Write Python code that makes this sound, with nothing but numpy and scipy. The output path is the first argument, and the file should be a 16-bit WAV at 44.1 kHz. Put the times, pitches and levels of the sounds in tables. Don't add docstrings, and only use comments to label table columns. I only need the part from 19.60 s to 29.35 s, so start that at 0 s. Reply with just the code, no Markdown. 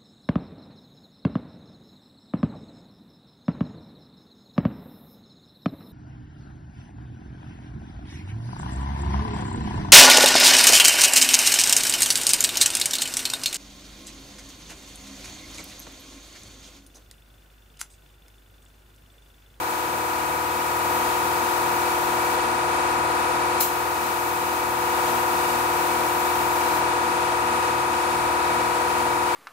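import sys
import numpy as np
from scipy import signal
from scipy.fft import rfft, irfft, next_fast_len
from scipy.io import wavfile

SR = 44100
rng = np.random.default_rng(int(sys.argv[2]) if len(sys.argv) > 2 else 0)


def voltage_ratio(decibels):
    exponent = np.asarray(decibels, float) / 20
    return 10 ** exponent


def master(y):
    cut = np.clip(np.atleast_2d(y).T, -1, 1)
    pcm = np.round(cut * 32767)
    wavfile.write(sys.argv[1], SR, pcm.astype(np.int16))


N = 429975

CRANK_HZ = 19.6140
CUTOFF_HZ = 15730

# opens_s, shuts_s, jet_db, burst_db
TRIGGER_PULLS = [
    (-0.1, 2.745, 1.1, -7),
    (3.999, 7.19, 1, 1.5),
]


def at_hz(points, hz):
    grid, *columns = np.transpose(points)
    return np.array([np.interp(np.log(hz + 1), np.log(grid), column) for column in columns])


def drift(rate_hz):
    smoothing = np.exp(-200 * np.pi * rate_hz / SR)
    noise = rng.standard_normal(N // 100 + 2002)
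    slow = signal.lfilter([1], [1, -2 * smoothing, smoothing ** 2], noise)[2000:]
    return np.interp(np.arange(N) / 100, np.arange(len(slow)), slow / slow.std())


def air(spectrum, peaks, ripple_db, splits):
    size = next_fast_len(N)
    hz = np.fft.rfftfreq(size, 1 / SR)
    left_db, right_db, alike = at_hz(spectrum, hz)
    alike = np.clip(alike, 0, 1)
    mid, side = rfft(rng.standard_normal((2, size)))
    pair = np.sqrt(1 + alike) * mid + np.sqrt(1 - alike) * side * [[1], [-1]]

    ripple = [np.interp(hz, np.arange(400) * 60.0, row) for row in rng.standard_normal((2, 400))]
    level_db = np.array([left_db, right_db]) + ripple_db * np.array(ripple) * (hz > 600)
    for centre, width, *peak_db in peaks:
        level_db = level_db + np.outer(peak_db, 1 / (1 + (2 * (hz - centre) / width) ** 2))
    coloured = pair * voltage_ratio(level_db) * np.sqrt(SR / 4)

    place = np.interp(np.log(hz + 1), np.log(splits), np.arange(len(splits)))
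    bands = []
    for k in range(len(splits)):
        share = np.sqrt(np.clip(1 - abs(place - k), 0, 1))
        bands.append(irfft(coloured * share, size)[:, :N])
    return bands


def loudness_beats(lines):
    power = abs(np.fft.ifft(lines, 64)) ** 2
    return rfft(power)[:, 1:] / power.sum(axis=1, keepdims=True)


def beat_phases(lines, count=2000):
    swells = [(21, 0.01, 0.44, 0.44, 0.33), (29, 0.28, 0.77, 0.1, 0.38), (37, 0.37, 0.63, 0.14, 0.13),
              (43, 0.42, 0.64, 0.25, 0.21), (48, 0.55, 0.54, 0.29, 0.01), (53, 0.25, 0.12, 0.33, 0.44),
              (59, 0.43, 0.73, 0.12, 0.25), (66, 0.05, 0.83, 0.53, 0.37), (73, 0.1, 0.78, 0.07, 0.47),
              (81, 0.12, 0.89, 0.36, 0.1), (104, 0.27, 0.78, 0.12, 0.49)]
    phase, low = rng.uniform(0, 2 * np.pi, len(lines)), 13
    for top, once, once_at, twice, twice_at in swells:
        near = max(top - 24, 13)
        tries = np.tile(phase[near:top], (count, 1))
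        tries[:, low - near:] = rng.uniform(0, 2 * np.pi, (count, top - low))
        trial = lines[near:top] * np.exp(1j * tries)
        wanted = np.array([once, twice]) * np.exp(-2j * np.pi * np.array([once_at, 2 * twice_at]))
        miss = (abs(loudness_beats(trial[:, low - near:])[:, :2] - wanted) ** 2).sum(axis=1)
        rattle = (abs(loudness_beats(trial)[:, 2:]) ** 2).sum(axis=1)
        phase[near:top] = tries[np.argmin(miss + .12 * rattle)]
        low = top
    return phase


def crank(count=6, size=2 ** 14):
    # order, left_db,
    # right_db, left_lead_rad
    strong_orders = [(2, -66, -67, -0.0), (3, -56, -56, 0.0), (4, -48, -48, -0.3), (5, -65, -70, 0.0),
                     (6, -52, -46, -0.2), (7, -68, -67, -0.2), (8, -51, -52, -0.1), (9, -73, -77, -0.0),
                     (10, -69, -72, 0.5), (11, -64, -67, 0.0), (12, -50, -52, 0.2), (13, -57, -63, 0.6),
                     (14, -49, -56, -1.8), (15, -51, -57, 0.1), (16, -44, -41, -0.2), (17, -56, -68, -0.1),
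                     (18, -34, -36, -0.2), (19, -63, -90, 1.0), (20, -49, -52, -0.1), (21, -54, -54, -0.2),
                     (22, -51, -52, -0.6), (23, -49, -52, -0.5), (24, -44, -49, 0.3), (25, -36, -44, 0.2),
                     (26, -41, -51, 2.6), (27, -67, -57, -2.1), (28, -52, -56, -1.0), (29, -54, -53, 0.1),
                     (30, -48, -51, -1.6), (31, -48, -52, 2.4),
                     (32, -43, -46, -0.7), (33, -48, -49, -0.7), (34, -46, -49, -1.4), (35, -49, -54, -1.2),
                   (36, -51, -37, 1.0), (37, -49, -51, -0.9), (38, -36, -37, -0.9), (39, -41, -45, -2.1),
                   (40, -38, -43, -1.4), (41, -38, -48, -1.9), (42, -48, -45, -2.0), (43, -53, -53, 1.3),
                   (44, -46, -39, 1.1), (45, -33, -36, -0.8), (46, -36, -37, 0.0), (47, -41, -46, -0.8),
                   (48, -37, -43, -0.6), (49, -28, -38, -1.0), (50, -29, -44, 1.1), (51, -42, -53, 3.0),
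                   (52, -48, -41, 2.2), (53, -46, -50, -1.5), (54, -35, -47, -2.0), (55, -41, -45, 1.9),
                   (56, -40, -40, -1.9), (57, -45, -54, 0.2), (58, -44, -43, 3.1), (59, -43, -44, -1.6),
                   (60, -41, -43, -2.3), (61, -38, -41, -2.1),
                     (62, -38, -48, -1.5), (63, -34, -46, -2.7), (64, -70, -44, -2.0), (65, -44, -38, -1.1),
                   (66, -47, -46, 1.9), (67, -36, -39, -2.5), (68, -46, -55, -2.2), (69, -46, -51, -2.9),
                   (70, -38, -45, -2.5), (71, -58, -45, 0.9), (72, -44, -47, 0.4), (74, -36, -42, 2.7),
                   (75, -45, -51, 2.5), (77, -39, -45, 1.5), (83, -44, -55, -0.5), (85, -45, -55, 0.8),
                   (87, -44, -47, -2.3), (89, -47, -47, -1.9), (91, -48, -55, -3.0), (96, -45, -57, -0.6),
                   (97, -48, -49, 1.6), (101, -50, -54, -2.3), (102, -56, -48, 2.5), (115, -51, -56, 0.6),
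                   (117, -48, -54, 0.9), (118, -49, -56, 0.4), (119, -51, -47, 1.3), (125, -52, -62, 1.2),
                   (129, -43, -51, -0.3), (133, -50, -61, -0.5)]
    # pitch_hz, left_db, right_db
    knock_levels = [(644, -39.5, -42.5), (1010, -45.5, -45), (1310, -53, -56), (1540, -58.5, -59.5),
                    (1950, -54, -51), (2440, -54.5, -63.5), (3160, -69, -85), (4130, -62.5, -62),
                    (5700, -73, -67), (8100, -70, -66.5), (10100, -70.5, -85), (12000, -75.7, -77.5),
                    (15000, -77, -77)]
    # time_s, level_db
    body_shade = [
        (0, -4),
        (1, -2),
        (5, -1),
        (6.2, -0.5),
        (9.75, 0),
    ]
    shaded_order = 49

    orders = np.arange(size // 2 + 1)
    order_hz = orders * CRANK_HZ
    scatter = rng.exponential(1, (2, len(orders))) ** 0.65
    strength = voltage_ratio(at_hz(knock_levels, order_hz)) * scatter * (order_hz < CUTOFF_HZ)
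    strength[:, :2] = 0
    lead = rng.uniform(0, 2 * np.pi, len(orders))
    for order, left_db, right_db, rad in strong_orders:
        strength[:, round(order)] = voltage_ratio(np.array([left_db, right_db]))
        lead[round(order)] = rad
    lines = strength * np.exp(1j * np.array([lead, 0 * lead]))
    phase = beat_phases(lines.sum(axis=0))

    turns = CRANK_HZ * np.arange(N) / SR + .0005 * drift(0.33)
    group = rng.integers(0, count, len(orders))
    group[shaded_order] = count
    shade_db = np.interp(np.arange(N) / SR, *np.transpose(body_shade))
    out = 0
    for k in range(count + 1):
        turn = irfft(lines * np.exp(1j * phase) * (group == k), size) * size / np.sqrt(2)
        at = ((turns + 0.00014 * drift(1.5)) % 1 * size).astype(int) % size
        out = out + voltage_ratio(0.86 * drift(0.93) + shade_db * (k == count)) * turn[:, at]
    return out


def rush():
    # pitch_hz, left_db_per_hz, right_db_per_hz, left_right_likeness (0-1)
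    rush_colour = [(40, -80, -86, 0.66), (80, -74.5, -70.6, 0.9), (139, -76, -80, 0.7),
                   (200, -65.5, -77, 0.9), (264, -66.5, -71, 0.9), (350, -68, -66.5, 0.83),
                   (690, -67, -67.5, 0.27), (940, -72, -68.5, 0), (1380, -72.5, -72, 0),
                   (2950, -76, -75.5, 0.09), (5370, -83.5, -80.5, 0), (9500, -80, -85.5, 0.11),
                   (11600, -81, -85, 0), (15000, -86.5, -86, -0.09)]
    # pitch_hz, width_hz, left_db, right_db
    rush_peaks = [(202, 21, -10.5, -16), (326, 5.7, 15, 8.5), (511, 41, 12, 6.5), (1316, 51, 8, 13),
                  (1560, 130, -2.5, -3), (3400, 190, -2, -2), (2170, 220, -3, -4), (2330, 114, 7.5, 9),
                  (2540, 120, 1, 2), (655, 40, 6, 7), (2690, 290, -1.5, 0.5), (834, 79, -6, -12),
                  (3830, 330, 3.5, -1.5), (6400, 240, 3.5, 4.5), (6890, 320, -5, 6), (8460, 500, -0.5, 7.5),
                  (9600, 230, 6, 3), (10400, 530, 3.5, 0), (12500, 300, 5, 4), (12850, 250, 4, 4),
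                  (13480, 200, 6, 4), (15550, 300, -1, 2)]
    slow_swell_hz, slow_swell_start_rad = 2.28, 4.6
    bands = air(rush_colour, rush_peaks, ripple_db=3.5, splits=[600, 2200, 5000, 11000])
    angle = 2 * np.pi * slow_swell_hz * np.arange(N) / SR + slow_swell_start_rad + .3 * drift(0.38)
    slow_swell = np.cos(angle) + 0.51 * drift(6.9)
    swell_db = [0.1, 0.48, 0.99, 0.32]
    return sum(band * voltage_ratio(db * slow_swell + 0.27 * drift(19.0)) for band, db in zip(bands, swell_db))


def motor():
    # pitch_hz, level_db
    motor_tones = [(57.7, -65), (84.0, -63), (120.0, -58), (140.0, -64), (154.0, -58), (159.1, -63),
                   (168.0, -64), (173.0, -63), (182.0, -60), (238.0, -55), (240.0, -53), (266.0, -59),
                   (280.0, -58), (500.2, -50), (3607, -59), (3881, -59), (9647, -59), (13464, -67)]
    out = 0
    waver_s = np.arange(N) / SR + 3e-5 * drift(1.7)
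    for (hz, db), start in zip(motor_tones, rng.uniform(0, 2 * np.pi, len(motor_tones))):
        side_shift = np.array([[0], [hz / 2500]])
        out = out + np.sqrt(2) * voltage_ratio(db) * np.cos(2 * np.pi * hz * waver_s + start + side_shift)
    return out


def pull_strengths():
    rise_s = 0.0077
    jet_sag_db_per_s, shut_s, tail_db, tail_db_per_s = 0.7, 0.027, -19, 210
    burst_hold_s, burst_hold_sag_db, burst_fall_db_per_s = .036, 4.5, 230
    t, jet, burst = np.arange(N) / SR, 0, 0
    for opens, shuts, jet_db, burst_db in TRIGGER_PULLS:
        opening = np.clip((t - opens) / rise_s, 0, 1) ** 2
        closing_db = tail_db * np.clip((t - shuts) / shut_s, 0, 1)
        room_db = -tail_db_per_s * np.maximum(t - shuts - shut_s, 0)
        sag_db = jet_sag_db_per_s * (t - opens)
        jet = jet + opening * voltage_ratio(jet_db - sag_db + closing_db + room_db)

        since = t - opens - rise_s
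        spent_db = burst_hold_sag_db * np.clip(since / burst_hold_s, 0, 1)
        spent_db = spent_db + burst_fall_db_per_s * np.maximum(since - burst_hold_s, 0)
        burst = burst + opening * voltage_ratio(burst_db - spent_db)
    return jet, burst


def spray_gun():
    # pitch_hz, left_db_per_hz, right_db_per_hz, left_right_likeness (0-1)
    jet_colour = [(1500, -81, -97, 0.2), (3000, -77.5, -87.5, 0.3), (5530, -83, -83.5, 0.04),
                  (8640, -81, -81, 0), (9200, -84, -92, 0), (11000, -77, -88, 0), (13600, -75, -75, 0),
                  (15000, -72.5, -82, 0), (15800, -75.5, -77, 0)]
    # pitch_hz, left_db_per_hz, right_db_per_hz, left_right_likeness (0-1)
    burst_colour = [(1200, -95, -93, .1), (2700, -69, -68, .1), (4000, -65, -68, 0),
                    (5700, -66.5, -63.5, 0), (8400, -67, -58, 0), (9300, -68, -66, 0),
                    (10800, -58.5, -67, 0), (14300, -56, -61, 0.1), (15800, -62, -63, 0)]
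    jet_bands = air(jet_colour, [], ripple_db=1.0, splits=[5000, 9000, 14000])
    jet = sum(band * voltage_ratio(.5 * drift(4.0)) for band in jet_bands)
    burst = air(burst_colour, [], ripple_db=4.5, splits=[8000])[0]
    jet_gain, burst_gain = pull_strengths()
    return jet * jet_gain * voltage_ratio(0.57 * drift(4.4)) + burst * burst_gain * voltage_ratio(.8 * drift(60.0))


def trigger():
    snap_band = [2300, 10000]
    delay_s, snap_db, fade_60db_s = 0.012, -21, .014
    t, snap = np.arange(N) / SR, 0
    for opens, *_ in TRIGGER_PULLS:
        since = t - opens - delay_s
        snap = snap + (since > 0) * voltage_ratio(snap_db - 60 * np.maximum(since, 0) / fade_60db_s)
    band_pass = signal.butter(2, snap_band, "band", fs=SR, output="sos")
    return signal.sosfilt(band_pass, snap * rng.standard_normal((2, N)) + 1e-18)


def gain_control():
    duck_db, creep_db, rise_db_per_s = -2.5, .6, .07
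    attack_s, hold_s, release_s = 0.023, 1.11, .27
    extra_duck_db = [-.5, 0]
    t = np.arange(N) / SR
    gain_db = rise_db_per_s * (t - 3.0)
    for (opens, *_), extra_db in zip(TRIGGER_PULLS, extra_duck_db):
        times = opens + np.cumsum([0, attack_s, hold_s, release_s])
        lowest_db = duck_db + extra_db
        gain_db = gain_db + np.interp(t, times, [0, lowest_db, lowest_db + creep_db, 0])
    return voltage_ratio(gain_db)


def scene():
    return crank() + rush() + motor() + spray_gun() + trigger()


def low_pass(x):
    return signal.sosfilt(signal.butter(12, 16430, fs=SR, output="sos"), x)


def record(dry):
    bass_cut = signal.butter(2, 32, "high", fs=SR, output="sos")
    top_cut = signal.ellip(16, .3, 90, CUTOFF_HZ, fs=SR, output="sos")
    heard = signal.sosfilt(bass_cut, dry)
    mix = signal.sosfilt(top_cut, heard * gain_control())
    return low_pass(mix)


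dry = scene()
out = record(dry)
master(out)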